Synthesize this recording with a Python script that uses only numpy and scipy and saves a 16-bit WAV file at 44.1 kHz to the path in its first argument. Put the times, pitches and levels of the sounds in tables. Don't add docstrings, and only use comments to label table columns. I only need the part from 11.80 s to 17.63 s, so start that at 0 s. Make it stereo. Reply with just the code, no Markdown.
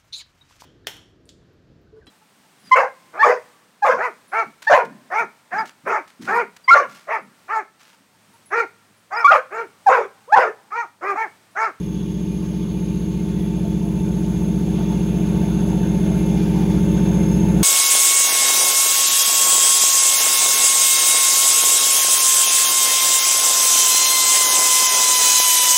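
import sys
import numpy as np
from scipy import signal
from scipy.fft import rfft, irfft, next_fast_len
from scipy.io import wavfile

SR = 44100
rng = np.random.default_rng(int(sys.argv[2]) if len(sys.argv) > 2 else 0)


def transcribe(signal):
    frames = np.atleast_2d(signal).T
    limited = np.clip(frames, -1, 1)
    pcm = np.round(limited * 32767).astype(np.int16)
    wavfile.write(sys.argv[1], SR, pcm)


N = 257103
T = np.arange(N) / SR


def amp(db):
    return 10 ** (np.asarray(db) / 20)


def in_time(rows):
    s, *columns = np.transpose(rows)
    return [np.interp(T, s, column) for column in columns]


def at_hz(rows, hz):
    f, *columns = np.transpose(rows)
    return [np.interp(np.log(hz + 1), np.log(f), column) for column in columns]


def drift(rate):
    step = 40
    r = np.exp(-2 * np.pi * rate * step / SR)
    warm_up = 2000
    chance = rng.standard_normal(N // step + 2 + warm_up)
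    slow = signal.lfilter([1], [1, -2 * r, r * r], chance)[warm_up:]
    return np.interp(np.arange(N) / step, np.arange(len(slow)), slow / slow.std())


def resonate(x, modes):
    out = 0
    for k, (hz, width, db) in enumerate(modes):
        r = np.exp(-np.pi * width / SR)
        b = (1 - r * r) / 2 * np.array([1, 0, -1])
        a = [1, -2 * r * np.cos(2 * np.pi * hz / SR), r * r]
        out = out + (-1) ** k * amp(db) * signal.lfilter(b, a, x)
    return out


def tone(hz, level_db, lag, waver_db):
    phase = 2 * np.pi * (np.cumsum(hz + 0 * T) / SR + rng.random())
    side = np.array([[1], [-1]])
    level = amp(level_db + waver_db * drift(7.3))
    return np.sqrt(2) * level * np.sin(phase - lag / 2 * side)


# f/Hz, left lag/rad, likeness (0-1), left minus right level/dB
PORT_COHERENCE = [(30, .1, .9, 0), (200, .5, .9, 0), (450, 1.2, .75, 0), (650, 1.5, .3, .5),
                  (800, -1, .3, -1), (1200, -2.9, .6, -.5), (1800, -2.5, .3, -1), (2500, -1, .3, -2),
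                  (3500, .7, .35, -2), (5300, -2.5, .2, -4), (6200, 0, .5, -1), (8500, 3.14, .97, 0),
                  (10900, 6.28, .9, 0), (13400, 9.42, .97, 0), (15700, 12.57, .9, 0)]


def at_ports(sound):
    size = next_fast_len(N)
    hz = np.arange(size // 2 + 1) * SR / size
    lag, alike, balance_db = at_hz(PORT_COHERENCE, hz)
    alike = np.clip(alike, 0, 1)
    shared, left, right = rfft(sound, size)
    side = np.array([[1], [-1]])
    common = np.sqrt(alike) * shared * np.exp(-.5j * lag * side)
    own = np.sqrt(1 - alike) * np.array([left, right])
    return hz, size, (common + own) * amp(balance_db * side / 2)


def port_noise(spectrum, patchy_db, flicker_db):
    hz, size, both = at_ports(rng.standard_normal((3, N)))
    both = both * amp(at_hz(spectrum, hz)[0]) * np.sqrt(SR / 2)
    band = 3 * np.log2(hz + 1)
    first, last = [int(3 * np.log2(spectrum[end][0])) for end in (0, -1)]
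    out = 0
    for centre in range(first, last + 2):
        share = np.cos(np.pi / 2 * np.clip(band - centre, -1, 1))
        level = amp(patchy_db * drift(0.68) + flicker_db * drift(17.0))
        out = out + level * irfft(both * share, size)[:, :N]
    return out


CYCLE_HZ, HUNT_HZ, HUNT_PERIOD_S, HUNT_START_S = 14.9992, .0084, 5.1, .55


def speed():
    return CYCLE_HZ - HUNT_HZ * np.sin(2 * np.pi * (T - HUNT_START_S) / HUNT_PERIOD_S)


# place in the cycle (0-1), relative strength level/dB
EXHAUST_PULSES = [(-.0165, 1.5), (.1683, -7.4), (.2476, -8), (.4081, -4.7), (.4976, -4.5), (.6175, -.1),
                  (.6989, -2.1)]
FIRING_SPREAD_DB, FIRING_JITTER_S = .3, .00002
ENGINE_LAG_S = 0.00047


def firings(lead):
    turns = np.cumsum(speed()) / SR
    place, strength_db = np.transpose(EXHAUST_PULSES)
    due = (np.arange(-7, int(turns[-1]) + 2)[:, None] + place).ravel()
    chance = rng.standard_normal((len(due), 2))
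    when = np.where(due < 0, due / CYCLE_HZ, np.interp(due, turns, T, right=np.inf))
    when = when + FIRING_JITTER_S * chance[:, 0]
    pulse_db = np.resize(strength_db, len(due)) + FIRING_SPREAD_DB * chance[:, 1]
    size = amp(pulse_db) * SR / (2 * CYCLE_HZ)
    clicks = np.zeros((2, N + lead))
    for side, lag in enumerate((ENGINE_LAG_S / 2, -ENGINE_LAG_S / 2)):
        at = (when + lag) * SR + lead
        ok = at < N + lead - 2
        whole, part = at[ok].astype(int), at[ok] % 1
        clicks[side, whole] += size[ok] * (1 - part)
        clicks[side, whole + 1] += size[ok] * part
    return clicks


# f/Hz, width/Hz, relative level/dB
PIPE_MODES = [(58.8, 1.5, -30.2), (128.6, 4, -27.4), (179.7, 8, -22.6), (207.2, 12.6, -32.9),
              (254.2, 10.2, -43.8), (261, 30, -45.6), (311, 24.5, -27.3), (314.7, 30, -29.9),
              (366.3, 26.4, -23.8), (366, 30, -24.4), (406.6, 4, -38.3), (442.8, 4, -33.5), (480.7, 4, -44)]
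# multiple of the cycle rate,
# rms level at the start/dB re the swell, gain/(dB per s)
BLOCK_ORDERS = [(31, -35, .5), (32, -38, .5), (34, -38, 0), (35, -35, 0), (36, -35, 1.5), (39, -45, 1),
                (41, -40, 1), (42, -42, 1.3), (48, -45, .5), (58, -44, 0), (60, -45, 0)]


def diesel():
    lead = SR // 2
    cycle_hz = speed()
    exhaust = amp(20.5) * resonate(firings(lead), PIPE_MODES)[:, lead:]
    block = 0
    for k, db, gain_db in BLOCK_ORDERS:
        lag = 2 * np.pi * k * cycle_hz * ENGINE_LAG_S
        block = block + tone(k * cycle_hz, db + gain_db * T, lag=lag, waver_db=2.5)
    return exhaust + block


# f/Hz, rms level/dB re the swell
FAR_ORDERS = [(35, -30), (46.8, -40), (52.8, -31), (58.5, -36), (65, -26), (76.3, -28), (79.2, -28),
              (84.6, -30), (97.5, -33), (116.8, -35), (130, -29), (140, -33), (207.3, -31), (321, -21),
              (354.4, -30), (495, -41)]


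def far_engines():
    return sum(tone(hz, db, lag=.25 + hz / 600, waver_db=1.0) for hz, db in FAR_ORDERS)


GEAR_HZ = 888.2
# multiple, left lag/rad, rms level at the start/dB re the swell,
# gain/(dB per s)
MESH_ORDERS = [(1, 0.4, -31.5, .5), (2, -1.7, -59, 3.5), (3, -2.5, -47.5, 1.5), (4, 1.5, -42.5, .5)]
# t/s, added level/dB
UPPER_MESH_LEVEL = [(0, -5), (1.6, -3), (1.9, 5), (3.1, -2), (3.6, 1), (5.3, 0.5), (5.6, -7), (5.83, -5)]


def pump_gear():
    hz = GEAR_HZ + 0.51 * drift(7.0)
    upper_db, = in_time(UPPER_MESH_LEVEL)
    out = 0
    for k, lag, db, gain_db in MESH_ORDERS:
        order_db = db + gain_db * T + upper_db * (k > 2)
        out = out + tone(k * hz, order_db, lag=lag, waver_db=.7 * k)
    return out


TURBO_HZ, SHAFT_HZ = 6447, 35.0
FLUTTER_HZ, FLUTTER_DB = 11.7, 2.0
SIDES_DB, SIDES_FOLLOW = -33.5, .3
# t/s, level/dB re the swell
WHINE_LEVEL = [(0, -36.5), (1.1, -38), (1.95, -51), (2.27, -38), (3.7, -39.5), (4.5, -37), (4.72, -55),
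               (5.18, -34), (5.57, -32), (5.83, -42)]
# multiple of the shaft rate, added level/dB
WHINE_SIDEBANDS = [(-3, -17), (-2, -8), (-1, -5), (0, 2.5), (1, -11), (2, -14), (3, -18)]


def turbo():
    level_db, = in_time(WHINE_LEVEL)
    sides_db = SIDES_DB + SIDES_FOLLOW * (level_db - SIDES_DB)
    hz = TURBO_HZ + 2.99 * drift(21.8)
    main_db = level_db + FLUTTER_DB * np.sin(2 * np.pi * (FLUTTER_HZ * T + rng.random()))
    out = 0
    for k, db in WHINE_SIDEBANDS:
        tone_db = (sides_db if k else main_db) + db
        out = out + tone(hz + k * SHAFT_HZ, tone_db, lag=.2 - 0.61 * k, waver_db=2.2 * np.sqrt(abs(k)))
    return out


# f/Hz, level/dB per Hz
HISS_SPECTRUM = [(700, -48), (1000, -37), (1200, -33), (1400, -42), (1900, -41), (2400, -39), (3000, -38.5),
                 (3600, -46), (3800, -43), (4300, -43), (5500, -45.5), (6200, -48), (7000, -87)]


def hiss():
    return port_noise(HISS_SPECTRUM, patchy_db=1.5, flicker_db=1.5)


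# f/Hz, width/Hz,
# level at the start/dB re the hiss gain, gain/(dB per s)
FLOW_RESONANCES = [(887, 67, -7, 1), (1097, 190, -4.5, -2), (1590, 360, -30, 3), (2129, 85, -14.5, 0.92),
                   (2374, 96, -17, 1.5), (2420, 33, -13.5, -0.44), (2657, 44, -15, 1), (2813, 45, -16.5, 0),
                   (3420, 310, -10, 0), (3680, 64, -21, 0), (5210, 44, -31.5, 2.5),
                   (6420, 120, -11.5, -0.5)]


def whistles():
    white = rng.standard_normal((3, N))
    out = 0
    for hz, width, db, gain_db in FLOW_RESONANCES:
        mode = [(hz, width, 0)]
        sung = resonate(resonate(white, mode), mode)
        level = amp(db + gain_db * T + 1.04 * drift(0.43) + 1.8 * drift(7.5))
        out = out + level * sung / sung.std()
    hz, size, both = at_ports(out)
    return irfft(both, size)[:, :N]


def rattle(per_s, cycles):
    ticks = rng.exponential(1, (3, N))
    struck = rng.random((3, N)) < per_s / SR
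    sizes = amp(2.6 * np.minimum(ticks, 4)) * struck
    dealt = rng.integers(0, 24, N)
    rings = 0
    for k, hz in enumerate(np.geomspace(950, 4300, 24)):
        rings = rings + resonate(sizes * (dealt == k) + 1e-18, [(hz, 1.6 * hz / cycles, 0)])
    hz, size, both = at_ports(rings / rings.std())
    return irfft(both, size)[:, :N]


# f/Hz, level/dB per Hz
SPRAY_SPECTRUM = [(5500, -63), (6400, -40), (7500, -44), (8400, -42), (9400, -44), (10400, -39),
                  (11500, -46), (13300, -48), (15800, -50)]
SPRAY_DB, SPRAY_DB_PER_S = -28, 0.04


def spray():
    level = amp(SPRAY_DB + SPRAY_DB_PER_S * T)
    return level * port_noise(SPRAY_SPECTRUM, patchy_db=0.5, flicker_db=1.3)


# f/Hz, level/dB per Hz
ROAR_SPECTRUM = [(300, -32), (420, -34.5), (500, -31.5), (600, -28.5), (690, -30), (800, -34), (950, -33),
                 (1200, -43.5), (1600, -38), (2200, -59)]


def roar():
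    return port_noise(ROAR_SPECTRUM, patchy_db=1.5, flicker_db=3.0)


# f/Hz, level/dB per Hz
RUMBLE_SPECTRUM = [(20, -74), (40, -46), (60, -63), (75, -37), (110, -41), (160, -44.5), (205, -36),
                   (250, -43.5), (300, -41), (335, -49.5), (400, -45.5), (480, -54), (700, -68)]


def rumble():
    return port_noise(RUMBLE_SPECTRUM, patchy_db=0.0, flicker_db=1.0)


# centre t/s, f/Hz, length/s, rms level at the peak/dB
FAINT_TONES = [(.4, 602, 0.13, -52), (1.614, 1940, 0.09, -56.5), (1.858, 680, 0.05, -40),
               (2.06, 685, 0.054, -43.5), (3.006, 685, 0.065, -42), (3.38, 680, 0.056, -43),
               (4.313, 648, 0.16, -41.5), (4.54, 815, 0.095, -43.5), (4.79, 790, 0.14, -42),
               (5.1, 583, 0.11, -38.5), (5.65, 963, 0.036, -38)]


def flecks():
    out = 0
    for s, hz, length, db in FAINT_TONES:
        shape = np.cos(np.pi * np.clip((T - s) / (2 * length), -.5, .5)) ** 2
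        out = out + shape * tone(hz, db, lag=0.4, waver_db=2)
    return out


# t/s, level/dB
COMMON_SWELL = [(0, -23), (.5, -22), (1.5, -20), (3.5, -17), (5, -15), (5.83, -13.5)]
# t/s, roar level/dB re the swell, hiss level/dB re the swell
FLOW_LEVELS = [(0, -24, -25.5), (.8, -24.5, -25.5), (1.4, -24, -25.5), (2.1, -22.5, -27), (2.9, -23, -27.5),
               (3.01, -18, -25.5), (3.1, -22, -26), (3.8, -19, -26.5), (4.5, -21.5, -27),
               (4.64, -20.5, -25.5), (4.75, -20.5, -26), (5.83, -19.5, -28)]
# f/Hz, depth/dB
HISS_THROB = [(11.7, .5), (23.4, 0), (35.2, 0.4)]


def scene():
    level_db, = in_time(COMMON_SWELL)
    roar_db, hiss_db = in_time(FLOW_LEVELS)
    throb_db = sum(db * np.sin(2 * np.pi * (hz * T + rng.random())) for hz, db in HISS_THROB)
    lows = diesel() + far_engines() + rumble()
    whines = pump_gear() + turbo()
    wash = hiss() + whistles() + amp(-12.0) * rattle(per_s=420.0, cycles=81.0)
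    wash = amp(hiss_db + throb_db) * wash
    swelling = lows + whines + wash + spray() + amp(roar_db) * roar()
    return amp(level_db) * swelling + flecks()


CUTOFF_HZ = 15750


def record(dry):
    x = signal.sosfilt(signal.butter(2, 25, "high", fs=SR, output="sos"), dry)
    return signal.sosfilt(signal.ellip(12, .5, 70, CUTOFF_HZ, fs=SR, output="sos"), x)


dry = scene()
out = record(dry)
transcribe(out)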